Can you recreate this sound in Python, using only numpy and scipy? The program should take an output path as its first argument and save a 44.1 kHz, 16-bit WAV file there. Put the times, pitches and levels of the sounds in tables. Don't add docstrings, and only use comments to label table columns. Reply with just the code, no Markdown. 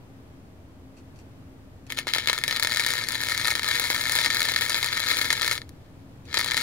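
import sys
import numpy as np
from scipy import signal
from scipy.fft import rfft, irfft
from scipy.io import wavfile
from scipy.ndimage import uniform_filter1d

SR = 44100
rng = np.random.default_rng(int(sys.argv[2]) if len(sys.argv) > 2 else 0)


def boost(x):
    u = np.asarray(x, float) / 20
    return 10 ** u


def file_out(sig):
    cols = np.atleast_2d(sig).T
    lim = np.clip(cols, -1, 1)
    pcm = np.round(lim * 32767).astype(np.int16)
    wavfile.write(sys.argv[1], SR, pcm)


N = 291942
T = np.arange(N) / SR
RIPPLE_HZ, RIPPLE_RAD = 120.045, 1.6
STRIKES_S = (2.0, 6.25)
LEAD = 64


def level(x, db):
    return x * boost(db) / np.sqrt(np.mean(x ** 2))


def along(points, hz):
    f, v = np.transpose(points)
    return np.interp(np.log(hz + 1), np.log(f), v)


def band(x, lo_hz, hi_hz):
    sos = signal.butter(2, [lo_hz, hi_hz], "band", fs=SR, output="sos")
    return signal.sosfilt(sos, x)


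def walk(rate):
    hold = int(SR / rate)
    x = np.repeat(rng.standard_normal(N // 40)[:N // hold + 1], hold)
    return uniform_filter1d(uniform_filter1d(x, hold), hold)[:N]


def hard_pops():
    # start_s, peak_db, crispness_db
    striking = [(1.903, -10.5, -27), (1.9225, -5.5, -5), (1.9736, -14, -17), (1.9822, -11, -14),
                (1.9877, -3, -28), (2.0703, -7.5, -24), (2.084, -19, -17), (2.1003, -29, -20),
                (2.1365, 0.5, -4), (2.149, -3.5, -10), (2.1547, -8, -16), (2.1627, -9, -12),
                (2.1722, -9.5, -15), (2.184, -2, -14), (2.2592, -14, -20), (2.2734, 0, -6),
                (2.2861, -0.5, -35), (2.2979, 1.5, -16), (2.3307, 0, -10), (2.3536, -20, -10),
                (2.3792, -7, -14), (2.3874, -7.5, -3), (2.4381, 1, -5.5), (2.4798, -1, -4.5),
                (2.5109, -3.5, -18), (2.5266, -4.5, -22), (2.5631, -5.5, -12), (2.5979, -2.5, -2),
                (2.626, 1.5, -24), (2.6329, -5, 2)]
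    # start_s, peak_db, crispness_db
    early = [(2.648, -1.5, -11), (2.6719, -1, -6), (2.696, -9, -15), (2.7293, -7, -5), (2.761, -3, -18),
             (2.7716, -0.5, -14), (2.7965, 0, -12), (2.848, -7, -18), (2.864, -2.5, -5), (2.87, -9, -2.5),
             (3.087, -8, 3.5), (3.121, -16, 7), (3.236, -6.5, -5), (3.2866, -4.5, -7), (3.3774, -5.5, 0),
             (3.4465, -7, -22), (3.454, -3, -14), (3.4729, -3, -5), (3.481, -2.5, -11), (3.5045, -2.5, -9),
             (3.5533, -1, -7), (3.595, -3.5, -15), (3.632, -6, -12), (3.6875, -5.5, -2),
             (3.7127, -5.5, -18), (3.7777, -10, -9), (3.7974, -2.5, -2), (3.902, -2, -15),
             (3.9459, -6, -13), (4.0962, -5, -2.5)]
    # start_s, peak_db, crispness_db
    late = [(4.1209, -3, 2), (4.1532, -5, 1), (4.1621, -4, -20), (4.188, -2.5, -18), (4.2144, -4, -10),
            (4.2469, -3, -9), (4.2611, 0, -12), (4.3033, -1, -12), (4.3465, -6, -0.5), (4.3697, -5, -9),
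            (4.4053, -3, -1), (4.4297, -6, 0), (4.4871, -4.5, -5), (4.5194, -8, -3), (4.562, -0.5, -10),
            (4.6107, -3.5, -7), (4.6961, -4.5, 1), (4.7448, -2, -19), (4.829, -2.5, -9), (4.8446, -5.5, -1),
            (4.8614, -7, -1), (4.9287, -4.5, -15), (5.086, -6.5, -5), (5.163, -20, 3), (5.2143, -2, -8),
            (5.2449, -3.5, -19), (5.3043, 2, -29), (5.3281, -5, 4), (5.419, -0.5, -5), (5.43, -5, -18)]
    # start_s, peak_db, crispness_db
    ending = [(5.4463, -6.5, -20), (5.4635, -8.5, -7), (5.4786, -2, -3), (5.513, -1.5, -7),
              (5.527, -9.5, -8), (5.5545, -11, -23), (5.5626, -18, -19), (5.5789, -9, -20),
              (5.6175, -19, -27), (5.6925, -29, 1.5), (6.3294, -15, -20), (6.3427, -2.5, -7),
              (6.3716, -1, -21), (6.3772, -2.5, -22), (6.3882, -13, 6), (6.3935, -4, -20),
              (6.4123, -3.5, -15), (6.445, -5.5, -6), (6.4612, -7, -11), (6.511, -4.5, -9),
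              (6.5184, -3.5, -16), (6.5447, -4.5, -11), (6.5691, -3.5, -3), (6.5764, -1.5, -16)]
    return np.transpose(striking + early + late + ending)


def lesser_pops(sizzle_db):
    # start_s, end_s
    steady = [(2.49, 5.42), (6.4, 6.62)]
    share, early, spread = .45, .05, .12
    over_db, scatter_db, crisp_db, crisp_scatter_db = 23, 3.5, -10, 4.5
    crest = np.arange(int(RIPPLE_HZ * N / SR))
    pick = rng.random(len(crest))
    shift, size, crisp = rng.standard_normal((len(crest), 3)).T
    s = (crest - RIPPLE_RAD / (2 * np.pi) - early + spread * shift) / RIPPLE_HZ
    free = np.abs(s[:, None] - hard_pops()[0]).min(axis=1) > .5 / RIPPLE_HZ
    in_steady = np.any([(s > a) & (s < b) for a, b in steady], axis=0)
    peak_db = np.interp(s, T, sizzle_db) + over_db + scatter_db * size
    found = np.array([s, peak_db, crisp_db + crisp_scatter_db * crisp])
    return found[:, (pick < share) & free & in_steady]


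def pops(shorts):
    s, peak_db, top_db = shorts
    chance = rng.random((len(s), 10))
    click, crisp = np.zeros((2, N + SR))
    at = (s * SR).astype(int)
    late = ((chance[:, :5] ** 2 * .003 - .0004) * SR).astype(int)
    side = boost(-8) * (2 * chance[:, 5:] - 1)
    for delay, size in zip([0, *late.T], [-1, *side.T]):
        np.add.at(click, at + delay, size * boost(peak_db + 2.0))
        np.add.at(crisp, at + delay, size * boost(peak_db - 3) * (boost(top_db + 11) - 1))
    return click[:N] + band(crisp[:N], 5500, 19000)


def power():
    # start_s, sizzle_db
    touch = [
        (1.86, -85),
        (1.895, -49.5),
        (1.905, -33.5),
        (1.935, -46),
        (1.96, -49.5),
        (1.975, -32),
        (2.0, -42.5),
        (2.064, -50.5),
        (2.073, -32.5),
    ]
    # start_s, sizzle_db
    bead = [(2.13, -36), (2.43, -40.5), (2.5, -37), (2.95, -33), (3.05, -37), (3.3, -32.5), (3.52, -33),
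            (3.58, -40), (3.7, -29.5), (4.03, -33.5), (4.12, -32), (4.6, -32.5), (5.25, -32), (5.39, -35),
            (5.47, -30.5), (5.53, -36), (5.59, -44.5), (5.67, -67)]
    # start_s, sizzle_db
    restrike = [
        (6.24, -76),
        (6.265, -54.5),
        (6.315, -42),
        (6.338, -38),
        (6.35, -34.5),
        (6.4, -34),
        (6.5, -35),
        (6.62, -32),
    ]
    choke_db, choke_s, choke_from_db = -5, 0.021, -11.5
    flare_db, flare_s = 6.5, 0.02
    bright_db, cold_db, warm_up_s, waver_db = 1, -6, 0.23, 1.5
    sizzle_db = np.interp(T, *np.transpose(touch + bead + restrike))
    choke, flare = np.zeros((2, N))
    span = SR // 16
    for s, db, _ in hard_pops().T:
        hard = np.clip(1 - db / choke_from_db, 0, 1)
        at = int(s * SR)
        before, after = slice(at - span, at), slice(at, at + span)
        choke[before] = np.maximum(choke[before], hard * np.exp((T[before] - s) / choke_s))
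        flare[after] = np.maximum(flare[after], hard * np.exp((s - T[after]) / flare_s))
    swing_db = choke_db * choke * (1 - flare) + flare_db * flare
    cold = sum(np.exp(-np.abs(T - s) / warm_up_s) * (T > s) for s in STRIKES_S)
    return sizzle_db, swing_db, bright_db + cold_db * cold + waver_db * walk(12)


def sizzle(sizzle_db, bright_db):
    turn = 2 * np.pi * RIPPLE_HZ * T + RIPPLE_RAD
    ripple_db = 4.6 * np.cos(turn) + 1.2 * np.cos(turn / 2 - 1.1)
    pump_db = ripple_db + 2.28 * walk(130) + 1.5 * walk(35)
    struck = rng.random(N) < 2500 / SR
    sparks = struck * boost(1.88 * rng.exponential(size=N)) * np.sign(rng.standard_normal(N))
    hiss = level(rng.standard_normal(N), -1.9)
    spitting = np.clip((sizzle_db + 50) / 8, 0, 1)
    x = level(boost(pump_db) * (spitting * level(sparks, 0) + hiss), 0)
    top = band(x, 5500, 19000)
    return boost(sizzle_db - 0.83) * (x + (boost(bright_db) - 1) * top)


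def puffs():
    # start_s, peak_db
    bursts = [(2.0703, -11), (2.1611, -11.5), (2.1841, -23), (2.2979, -13.5), (2.648, -20), (3.4466, -19),
              (3.4887, -15), (3.5031, -27), (3.5216, -16.5), (3.9028, -10), (3.9963, -18), (4.0964, -13),
              (4.2691, -15), (4.5196, -20), (4.7039, -34), (5.2145, -24), (5.3053, -34), (5.4458, -32),
              (6.3716, -14.5), (6.3935, -25), (6.4612, -20), (6.5447, -21)]
    s, peak_db = np.transpose(bursts)
    push = np.zeros(N)
    push[(s * SR).astype(int)] = -boost(peak_db + 19)
    return band(push, 186, 1060)


def causal(points, size=4096):
    cep = irfft(along(points, np.arange(size // 2 + 1) * SR / size) * np.log(10) / 20)
    cep[1:size // 2] *= 2
    cep[size // 2 + 1:] = 0
    return np.exp(rfft(cep))


def paths(shift_ms, size=4096):
    # freq_hz, level_db
    left = [(550, -12), (900, -15), (1300, -3.5), (1600, -1), (1850, 4), (2150, 5), (2780, -10), (3200, 0),
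            (4250, 4), (5200, -7), (6100, -11), (7100, -7), (8000, -20), (10800, -6), (13500, -21),
            (15300, -14)]
    # freq_hz, level_db
    right = [(800, -16), (1300, -8), (1850, -1), (2250, -1), (2550, -13), (3400, -9), (4800, -8),
             (6300, -13), (7900, -23), (9000, -16), (11500, -16), (12800, -25), (15300, -22), (15800, -24)]
    # delay_ms, left_db, right_db
    echoes = [(1.3, -21, -22), (1.72, -17, -20), (2.24, -19, -8), (2.75, -18, -18), (3.3, -20, -17),
              (6.2, -19, -19)]
    # freq_hz, lag_rad
    right_lag = [(400, 0.102), (2000, 0.79), (4400, 2.24), (7000, 0.84), (12000, 3.1)]
    yard_t60_s, yard_db = .06, (-11, -7)
    ground_ms, ground_db, ground_hz, ground_width_hz = 2.66, -4, 1000, 480
    hz = np.arange(size // 2 + 1) * SR / size
    t = np.arange(size) / SR
    late_ms = np.array(echoes)[:, 0] + shift_ms * rng.standard_normal(len(echoes))
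    soil = boost(ground_db) * np.exp(-((hz - ground_hz) / ground_width_hz) ** 2)
    soil = soil * np.exp(-2j * np.pi * hz * ground_ms / 1000)
    out = []
    for k, colour in enumerate((left, right)):
        near = 1 - soil
        for echo, ms in zip(echoes, late_ms):
            near = near + boost(echo[1 + k]) * np.exp(-2j * np.pi * hz * ms / 1000)
        scatter = rng.standard_normal(size) * boost(-60 * t / yard_t60_s) * (t > .001)
        scatter *= boost(yard_db[k]) / np.linalg.norm(scatter)
        jitter_rad = np.pi * hz * shift_ms * rng.standard_normal() / 1000
        lag = np.exp(-1j * k * (along(right_lag, hz) + jitter_rad))
        out.append(irfft(causal(colour) * (near + rfft(scatter)) * lag))
    return np.roll(out, LEAD, axis=1) / np.abs(irfft(causal(left))).max()


def wander(arc, count=4):
    share = boost(25 * np.array([walk(60) for _ in range(count)]))
    share = share / share.sum(axis=0)
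    spots = [signal.oaconvolve((arc * w)[None], paths(.035), axes=1) for w in share]
    return sum(spots)[:, LEAD:LEAD + N]


def scuffs():
    # start_s, peak_db, length_s
    rubs = [
        (0.967, -56.5, 0.016),
        (0.983, -60, .02),
        (1.158, -58, 0.025),
        (1.189, -58, 0.024),
        (1.866, -48.5, 0.0072),
        (6.253, -51.5, 0.0089),
    ]
    # freq_hz, width_hz, level_db
    modes = [(2650, 450, -8), (3150, 300, -14), (4500, 600, -11), (5600, 600, -14)]
    shape = sum(boost(db) * np.exp(-np.clip(T - s, 0, 1) / length) * (T > s) for s, db, length in rubs)
    ticks = rng.standard_normal((2, N)) * (rng.random(N) < 4000 / SR)
    rasp = level(band(ticks, 1800, 8000), -2)
    for f, w, db in modes:
        rasp = rasp + level(band(ticks, f - w / 2, f + w / 2), db)
    return uniform_filter1d(shape, size=90) * rasp


def welder(burning):
    # freq_hz, width_hz, level_db
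    blades = [(98.5, 59, -61), (267.1, 5.2, -57), (319, 13, -69.5), (618, 20, -71.5)]
    # multiple of the ripple, level_db
    load_hum = [(1, -54.5), (2, -66), (3, -61.5), (4, -61.5)]
    fan = sum(level(band(rng.standard_normal(N), hz - w / 2, hz + w / 2), db) for hz, w, db in blades)
    buzz = np.zeros(N)
    for k, db in load_hum:
        buzz += boost(db + 4 + 0.28 * walk(14)) * np.sin(2 * np.pi * k * RIPPLE_HZ * T + k)
    return (fan + buzz * uniform_filter1d(burning, size=2000)) * boost(np.array([[.7], [-.7]]))


def night():
    # freq_hz, level_db per Hz
    spectrum = [(12, -54), (20, -11.5), (27, -16.5), (91, -2), (210, -11), (270, -10), (337, -14),
                (459, -18), (624, -21), (802, -22.5), (873, -24), (10800, -47), (16000, -50)]
    # freq_hz, correlation from -1 to 1
    likeness = [(60, 0.93), (130, 0.96), (290, 0.77), (640, 0.52), (1410, -0.18), (3100, -0.18),
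                (6820, -0.28), (15000, 0.76)]
    hz = np.arange(N // 2 + 1) * SR / N
    mid, side = rfft(rng.standard_normal((2, N))) * boost(along(spectrum, hz))
    alike = np.clip(along(likeness, hz), -.99, .99)
    mid = irfft(mid * np.sqrt(1 + alike), N)
    side = irfft(side * np.sqrt(1 - alike), N)
    pair = np.array([mid + side, mid - side]) * boost(np.array([[.6], [-.6]]) + 1.0 * walk(3))
    return level(pair, -47)


def scene():
    strike_end_s, strike_db = 2.44, -5.5
    sizzle_db, swing_db, bright_db = power()
    shorts = np.hstack([hard_pops(), lesser_pops(sizzle_db)])
    arc = pops(shorts) + puffs() + sizzle(sizzle_db + swing_db, bright_db)
    bare = np.clip((strike_end_s - T) / 0.14 + (T > STRIKES_S[1]), 0, 1)
    arc = arc + boost(strike_db) * bare * band(arc, 2300, 3630)
    small = band(arc, 280, 20000)
    burning = 1. * (sizzle_db > -55)
    return wander(small) + scuffs() + welder(burning) + night()


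def roll_off(x):
    return signal.sosfilt(signal.butter(12, 16980, fs=SR, output="sos"), x)


def record(dry):
    soft = .92 * np.tanh(dry / .92)
    low_pass = signal.ellip(8, .2, 60, 15620, fs=SR, output="sos")
    return roll_off(signal.sosfilt(low_pass, soft) + .0012)


dry = scene()
out = record(dry)
file_out(out)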